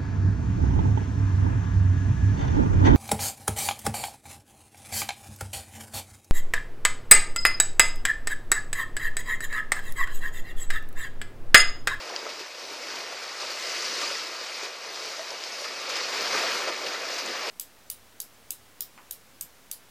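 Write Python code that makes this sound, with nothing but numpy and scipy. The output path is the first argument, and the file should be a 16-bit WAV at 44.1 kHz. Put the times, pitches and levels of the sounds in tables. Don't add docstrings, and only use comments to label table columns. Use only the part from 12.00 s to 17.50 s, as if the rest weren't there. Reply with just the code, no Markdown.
import sys
import numpy as np
from scipy import signal
from scipy.fft import rfft, irfft
from scipy.io import wavfile
from scipy.ndimage import uniform_filter1d

SR = 44100
rng = np.random.default_rng(int(sys.argv[2]) if len(sys.argv) > 2 else 0)


def put_to_file(sound):
    columns = np.atleast_2d(sound).T
    safe = np.clip(columns, -1, 1)
    whole_steps = np.round(safe * 32767)
    wavfile.write(sys.argv[1], SR, whole_steps.astype(np.int16))


def volts(x):
    e = np.asarray(x, float) / 20
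    return 10 ** e


N = 242550

HOP, WINDOW = 128, 512
FRAME_S = np.arange(-(-N // HOP) + 1) * HOP / SR
BIN_HZ = np.fft.rfftfreq(WINDOW, 1 / SR)
OCTAVE = np.log2(BIN_HZ / 1000 + 0.038)[:, None]
SEA_DB = -33


def evened(x):
    return x / np.sqrt(np.mean(x ** 2) + 1e-20)


def read(points, hz):
    f, value = np.transpose(points)
    return np.interp(np.log(hz + 1), np.log(f + 1), value)


def add(mix, s, sound):
    part = mix[round(s * SR):][:len(sound)]
    part += sound[:len(part)]


def swelling(t, rise, t60):
    shape = (1 - np.exp(-t / rise)) ** 2 * volts(-60 * t / t60)
    return shape / shape.max()


# t/s, peak level/dB, ring f/Hz, time to fall 60 dB/s, left minus
# right level/dB
TICK_EVENTS = [
    (0.1625, -10.5, 4720, 0.0045, 1),
    (0.6529, -26, 4450, 0.005, 3),
    (3.3055, -19, 5400, 0.004, 2),
    (3.438, -19, 5080, 0.0058, 2),
    (3.9559, -17.5, 5100, 0.0066, -3),
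    (4.2088, -14, 4670, 0.005, 2),
    (5.4094, -31.5, 4780, 0.005, -4),
               (1.256, -32, 6490, 0.004, 2.0),
    (5.2615, -21, 6800, 0.004, 2.0),
]
DROP_EVENTS = [(0.7188, -42, 9000, 0.003, -1.0), (0.9926, -36, 9630, 0.003, -1.5),
               (1.0074, -40, 8740, 0.003, -0.5), (1.2276, -41, 11300, 0.003, -1.5),
               (3.8906, -50, 9540, 0.003, -1.0), (4.5454, -44, 8600, 0.003, -0.5),
               (5.1774, -51, 8980, 0.003, 0.0), (5.2894, -32, 8600, 0.0027, -1.0)]


def ticks():
    out, t = np.zeros((2, N)), np.arange(1000) / SR
    partials = [(1.0, -1.5), (1.2, -9), (1.33, -17), (0.62, -10)]
    for s, db, hz, t60, pan_db in TICK_EVENTS + DROP_EVENTS:
        ring = sum(volts(d) * np.sin(2 * np.pi * hz * k * t) for k, d in partials)
        tick = volts(db - 5) * swelling(t, 0.00061, max(t60, .002)) * ring
        add(out[0], s - .0003, tick * volts(pan_db / 2))
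        add(out[1], s - .0003, tick / volts(pan_db / 2))
    return out


# t/s, peak level/dB, pitch f/Hz, time to fall 60 dB/s, overtone share
PLOP_EVENTS = [(0.099, -31, 824, 0.04, 0.5), (0.139, -28.5, 727, 0.036, 0.5), (0.229, -27, 480, 0.019, 0.5),
               (0.266, -27.5, 580, 0.021, 0.6), (0.408, -32.5, 353, 0.029, 0.41),
               (0.582, -39, 498, 0.042, 0.4), (1.993, -34, 1070, 0.037, 0.5),
               (2.026, -34, 1330, 0.04, 0.46), (2.033, -26.5, 1183, 0.091, 0.54),
               (2.629, -30, 394, 0.053, 0.5), (3.194, -26.5, 635, 0.1, 0.5),
               (3.319, -32.5, 980, 0.047, 0.42), (3.335, -34, 533, 0.044, 0.5),
               (3.62, -30.5, 560, 0.04, 0.58), (4.012, -30, 474, 0.04, 0.44), (4.333, -26, 552, 0.032, 0.5),
               (4.349, -25.5, 428, 0.044, 0.75), (4.389, -28, 684, 0.072, 0.5),
               (4.444, -27, 660, 0.045, 0.5), (4.674, -26.5, 540, 0.026, 0.5),
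               (4.689, -35, 1010, 0.04, 0.58), (5.098, -29, 536, 0.051, 0.37),
               (5.481, -24, 474, 0.033, 0.69),
               (0.099, -30, 1030, 0.025, 0.1), (0.266, -29.5, 1300, 0.03, 0.1),
               (2.1545, -28, 1960, 0.025, 0.1), (2.6394, -34, 2490, 0.025, 0.1),
               (3.6592, -29, 1260, 0.025, 0.1), (4.6714, -28, 1260, 0.015, 0.1)]


def plops():
    out, t = np.zeros(N), np.arange(3000) / SR
    for s, db, hz, t60, share in PLOP_EVENTS:
        turns = hz * t * (.98 + 1.48 * t)
        overtone = share * np.sin(2 * np.pi * 2.01 * turns) * volts(-60 * t / 0.058)
        ring = np.sin(2 * np.pi * turns) + overtone
        add(out, s - .001, volts(db - 3.0) * swelling(t, 0.00088, max(t60, .008)) * ring)
    bass_cut = signal.butter(3, 250, "highpass", fs=SR, output="sos")
    return signal.sosfilt(bass_cut, out)


# t/s, wave level/dB, foam against wash level/dB
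SEA_STRENGTH = [(0, -38, -1.5), (.28, -37, -1.5), (.52, -41.5, 0.8), (.68, -38.5, 1.8), (.95, -36.5, 0),
                (1.3, -37, -1), (1.45, -35, -0.2), (1.85, -31, 3), (2.08, -31, 2.5), (2.3, -35.5, 0.5),
                (2.62, -36, 1), (2.77, -40, -1.7), (3.06, -35.5, 2.2), (3.22, -38, 1.2), (3.84, -35, 0.3),
                (4.41, -27, -.6), (4.75, -33.5, -2), (5.5, -33, -2.1)]
LAYER_CENTRES = [85, 170, 450, 1800, 4800, 9000]
WAVE_FOLLOW = [0, 1.15, 0.84, 1, 0.98, 0.87]
FOAM_FOLLOW = [0, -.9, -.6, -.45, .55, .6]


def wave_layers():
    s, wave_db, foam_db = np.transpose(SEA_STRENGTH)
    wave_moves = np.outer(WAVE_FOLLOW, np.interp(FRAME_S, s, wave_db))
    foam_moves = np.outer(FOAM_FOLLOW, np.interp(FRAME_S, s, foam_db))
    log_hz, centres = np.log(BIN_HZ + 1), np.log(LAYER_CENTRES)
    share = np.array([np.interp(log_hz, centres, row) for row in np.eye(len(centres))])
    return share.T @ (wave_moves + foam_moves)


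# t/s, lift level/dB, hollow pitch f/Hz, length/s
GULP_EVENTS = [(0.11, 5.5, 490, 0.047), (.29, 7.5, 348, .05), (0.398, 4, 416, 0.034),
               (0.662, 8, 302, 0.092), (.84, 6, 400, .05), (0.956, 7, 253, 0.11), (1.393, 0, 450, .08),
               (1.74, 2, 520, 0.12), (1.928, 4.5, 474, 0.04), (2.05, 5, 220, 0.17), (2.6, 2.5, 250, 0.054),
               (2.64, 3.5, 600, 0.035), (3.058, 3.5, 480, 0.15), (3.3, 2.5, 506, .1),
               (3.696, 6, 460, 0.029), (3.8, 2.5, 190, 0.06), (3.9, 4.5, 467, 0.035), (4.082, 3, 420, 0.2),
               (4.362, 9, 207, 0.024), (4.405, 4, 520, 0.045), (4.55, 6.5, 190, 0.095),
               (4.675, 4.5, 480, 0.063), (4.86, 5, 260, 0.087), (4.97, 1, 482, 0.09),
               (5.097, 6, 350, 0.023), (5.284, 8, 260, 0.063), (5.49, 2.5, 480, 0.088)]
SPRAY_EVENTS = [(1.42, 3, 9100, .06), (1.65, 2.2, 10000, 0.073), (1.72, 1.2, 2200, .06),
                (1.85, 0.98, 7000, 0.052), (2.64, 3, 2500, 0.046), (2.8, 1.8, 11000, 0.14),
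                (3.1, 1.5, 11000, 0.12), (3.6, 2.9, 11000, 0.059), (3.96, 3, 3000, 0.083),
                (4.15, 1.1, 9000, 0.044), (4.4, 1.7, 2200, 0.047), (4.51, 1.9, 2200, .04),
                (4.6, 1.9, 1500, .04), (4.95, 1.9, 900, .03), (4.35, 1.8, 11000, .06),
                (4.56, 2.5, 12100, .06), (4.88, 2, 5000, .06), (5.13, 3.4, 9000, 0.057),
                (5.43, 1.6, 3000, .06)]


def gulps_and_sprays():
    lift = np.zeros((len(BIN_HZ), len(FRAME_S)))
    for events, octaves_wide in (GULP_EVENTS, 1), (SPRAY_EVENTS, 1.25):
        for at, lift_db, mid_hz, length in events:
            near_pitch = np.exp(-((OCTAVE - np.log2(mid_hz / 1000)) / octaves_wide) ** 2)
            lift += lift_db * near_pitch * np.exp(-((FRAME_S - at) / max(length, .01)) ** 2)
    return lift


# t/s, turned toward open water (about -1..1), tipped down (about -1..1)
CAMERA_AIM = [(0, 0.22, 0.27), (.3, 0.19, .1), (.96, 0.2, -0.42), (1.3, -.6, -0.67), (1.9, -0.11, 1.54),
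              (2.6, -0.17, -.1), (3.9, -0.0019, -0.05), (4.5, 0.74, 0.21), (5.5, 1, -0.35)]
# f/Hz, half width f/Hz, level/dB per turn, level/dB per tip
HOUSING_DIPS = [
    (760, 104, 0.7, -4.5),
    (3350, 230, 1, -0.3),
    (12600, 1400, 3, -0.7),
]


def camera_moves():
    s, turned, tipped = np.transpose(CAMERA_AIM)
    change = 0
    for mid_hz, width, turn_db, tip_db in HOUSING_DIPS:
        band = np.exp(-((BIN_HZ - mid_hz) / width) ** 2)
        change = change + np.outer(band, np.interp(FRAME_S, s, turn_db * turned + tip_db * tipped))
    return change


def drift(bins, frames):
    noise = rng.standard_normal((len(BIN_HZ), len(FRAME_S)))
    return evened(uniform_filter1d(uniform_filter1d(noise, size=bins, axis=0), size=frames, axis=1))


def unrest(patchy_db, flicker_db, gust_db):
    high = np.clip(0.2 + 0.25 * OCTAVE, 0, 2)
    restless = flicker_db * drift(90, 3) + gust_db * drift(150, 14)
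    return patchy_db * drift(6, 16) + high * restless


# t/s, peak level/dB, tilt level/dB per octave
SLAP_EVENTS = [(.289, -18, 1), (.389, -17.5, 2.5), (.719, -25, 8), (.899, -16.5, -1), (.949, -17, 1),
               (.979, -29, 6), (.999, -21, -1.5), (1.119, -26.5, -7.5), (1.229, -16.5, 1),
               (1.419, -22, -6.5), (1.499, -15, 4), (2.009, -9.5, 0), (2.099, -14, -1), (2.629, -15, 2),
               (3.299, -25, 6), (3.437, -21, 3), (3.639, -13, -0.2), (3.889, -11.5, 1.5),
               (3.958, -10.5, -.6), (4.129, -12.5, -3.5), (4.209, -17, 6), (4.339, -17, 3),
               (4.425, -23, -3), (4.673, -10.5, -4), (4.859, -13, 1.5), (4.959, -27.5, 2),
               (5.099, -16.5, 0), (5.179, -9, 0.5), (5.409, -18, -2.5), (5.479, -18, 4)]


def slaps():
    power = np.zeros((len(BIN_HZ), len(FRAME_S)))
    no_bass = np.clip(OCTAVE + 1.23, 0, 1)
    for at, db, tilt_db in SLAP_EVENTS:
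        after = np.maximum(FRAME_S - at, 0)
        burst = (1 - np.exp(-after / 0.011)) * volts(-60 * after / 0.093)
        colour = volts(db - SEA_DB - 9.5 + tilt_db * (OCTAVE - 2.0)) * no_bass
        power += (burst * colour) ** 2
    return power


def sea_field():
    field = wave_layers() + gulps_and_sprays() + camera_moves()
    field -= 10 * np.log10(np.mean(volts(field) ** 2, axis=1, keepdims=True))
    field += unrest(patchy_db=1.07, flicker_db=1.0, gust_db=0.37)
    return 10 * np.log10(volts(field) ** 2 + slaps())


def shaped(x, db_field):
    z = signal.stft(x, nperseg=WINDOW, noverlap=WINDOW - HOP)[2]
    return signal.istft(z * volts(db_field), nperseg=WINDOW, noverlap=WINDOW - HOP)[1][:N]


def froth(per_s, spread_db, cycles):
    size = volts(spread_db * np.minimum(rng.exponential(1, N), 5))
    size *= rng.random(N) < per_s / SR
    kind, out = rng.integers(0, 30, N), np.zeros(N)
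    for k, hz in enumerate(np.geomspace(300, 13000, 30)):
        u = np.arange(0, 4 * cycles, hz / SR)
        grain = np.sin(2 * np.pi * u * (1 + 0.027 * u)) * u * np.exp(-2 * u / cycles)
        grain *= np.sqrt(hz) / np.linalg.norm(grain)
        out += signal.oaconvolve(size * (kind == k), grain)[:N]
    return evened(out)


# f/Hz, level/dB per Hz
FAR_SWELL = [(20, -52), (45, -42), (70, -37), (100, -24.5), (125, -25.5), (160, -21)]
# f/Hz, level/dB per Hz
HOUSING_COLOUR = [(94, -53), (160, -20.5), (339, -4.5), (523, 0.5), (668, -1.5), (776, -5), (1240, -1.5),
                  (1610, -3.5), (2440, -2), (3360, -7), (4890, -1.5), (6250, -8.5), (9100, -23.5),
                  (12300, -27), (14300, -30)]


def sea():
    field = sea_field()
    grains = froth(per_s=5000, spread_db=2.5, cycles=3.25)
    near = shaped(rng.standard_normal(N) + volts(-7.0) * grains, field)
    apart = shaped(rng.standard_normal(N), field)
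    hz = np.fft.rfftfreq(N, 1 / SR)
    in_swell = hz < FAR_SWELL[-1][0]
    colour = volts(np.where(in_swell, read(FAR_SWELL, hz), read(HOUSING_COLOUR, hz)))
    return volts(SEA_DB) * np.array([evened(irfft(rfft(x) * colour, N)) for x in (near, apart)])


# f/Hz, level/dB
PORT_DIFFERENCE = [(60, -13), (300, -20.5), (1300, -17.5), (3000, -21), (4500, -23.5), (7000, -19.5),
                   (9500, -10), (11000, -6.5), (12500, -3.5), (14300, -10)]
# f/Hz, left minus right level/dB
PORT_LEAN = [(60, -1.0), (180, -2), (530, -1.0), (1570, 0.5), (4660, 1), (13800, -0.5)]
# f/Hz, phase/radians
PORT_LEAD = [(0, -0.36), (950, 0.37), (3010, 0.18), (10800, -0.28), (12000, 0.39), (13200, 0.1),
             (14000, -0.0)]


def scene():
    near, apart = sea()
    hz = np.fft.rfftfreq(N, 1 / SR)
    mid = rfft(near + plops())
    side = volts(read(PORT_DIFFERENCE, hz)) * rfft(apart)
    lean = volts(read(PORT_LEAN, hz) / 2) * np.exp(.5j * read(PORT_LEAD, hz))
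    return irfft(np.array([(mid + side) * lean, (mid - side) / lean]), N) + ticks()


def roll_off(x):
    return signal.sosfilt(signal.butter(12, 14440, fs=SR, output="sos"), x)


def record(dry):
    below_limit = np.fft.rfftfreq(N, 1 / SR) < 14400
    kept = irfft(rfft(dry) * below_limit, N)
    return roll_off(kept)


dry = scene()
out = record(dry)
put_to_file(out)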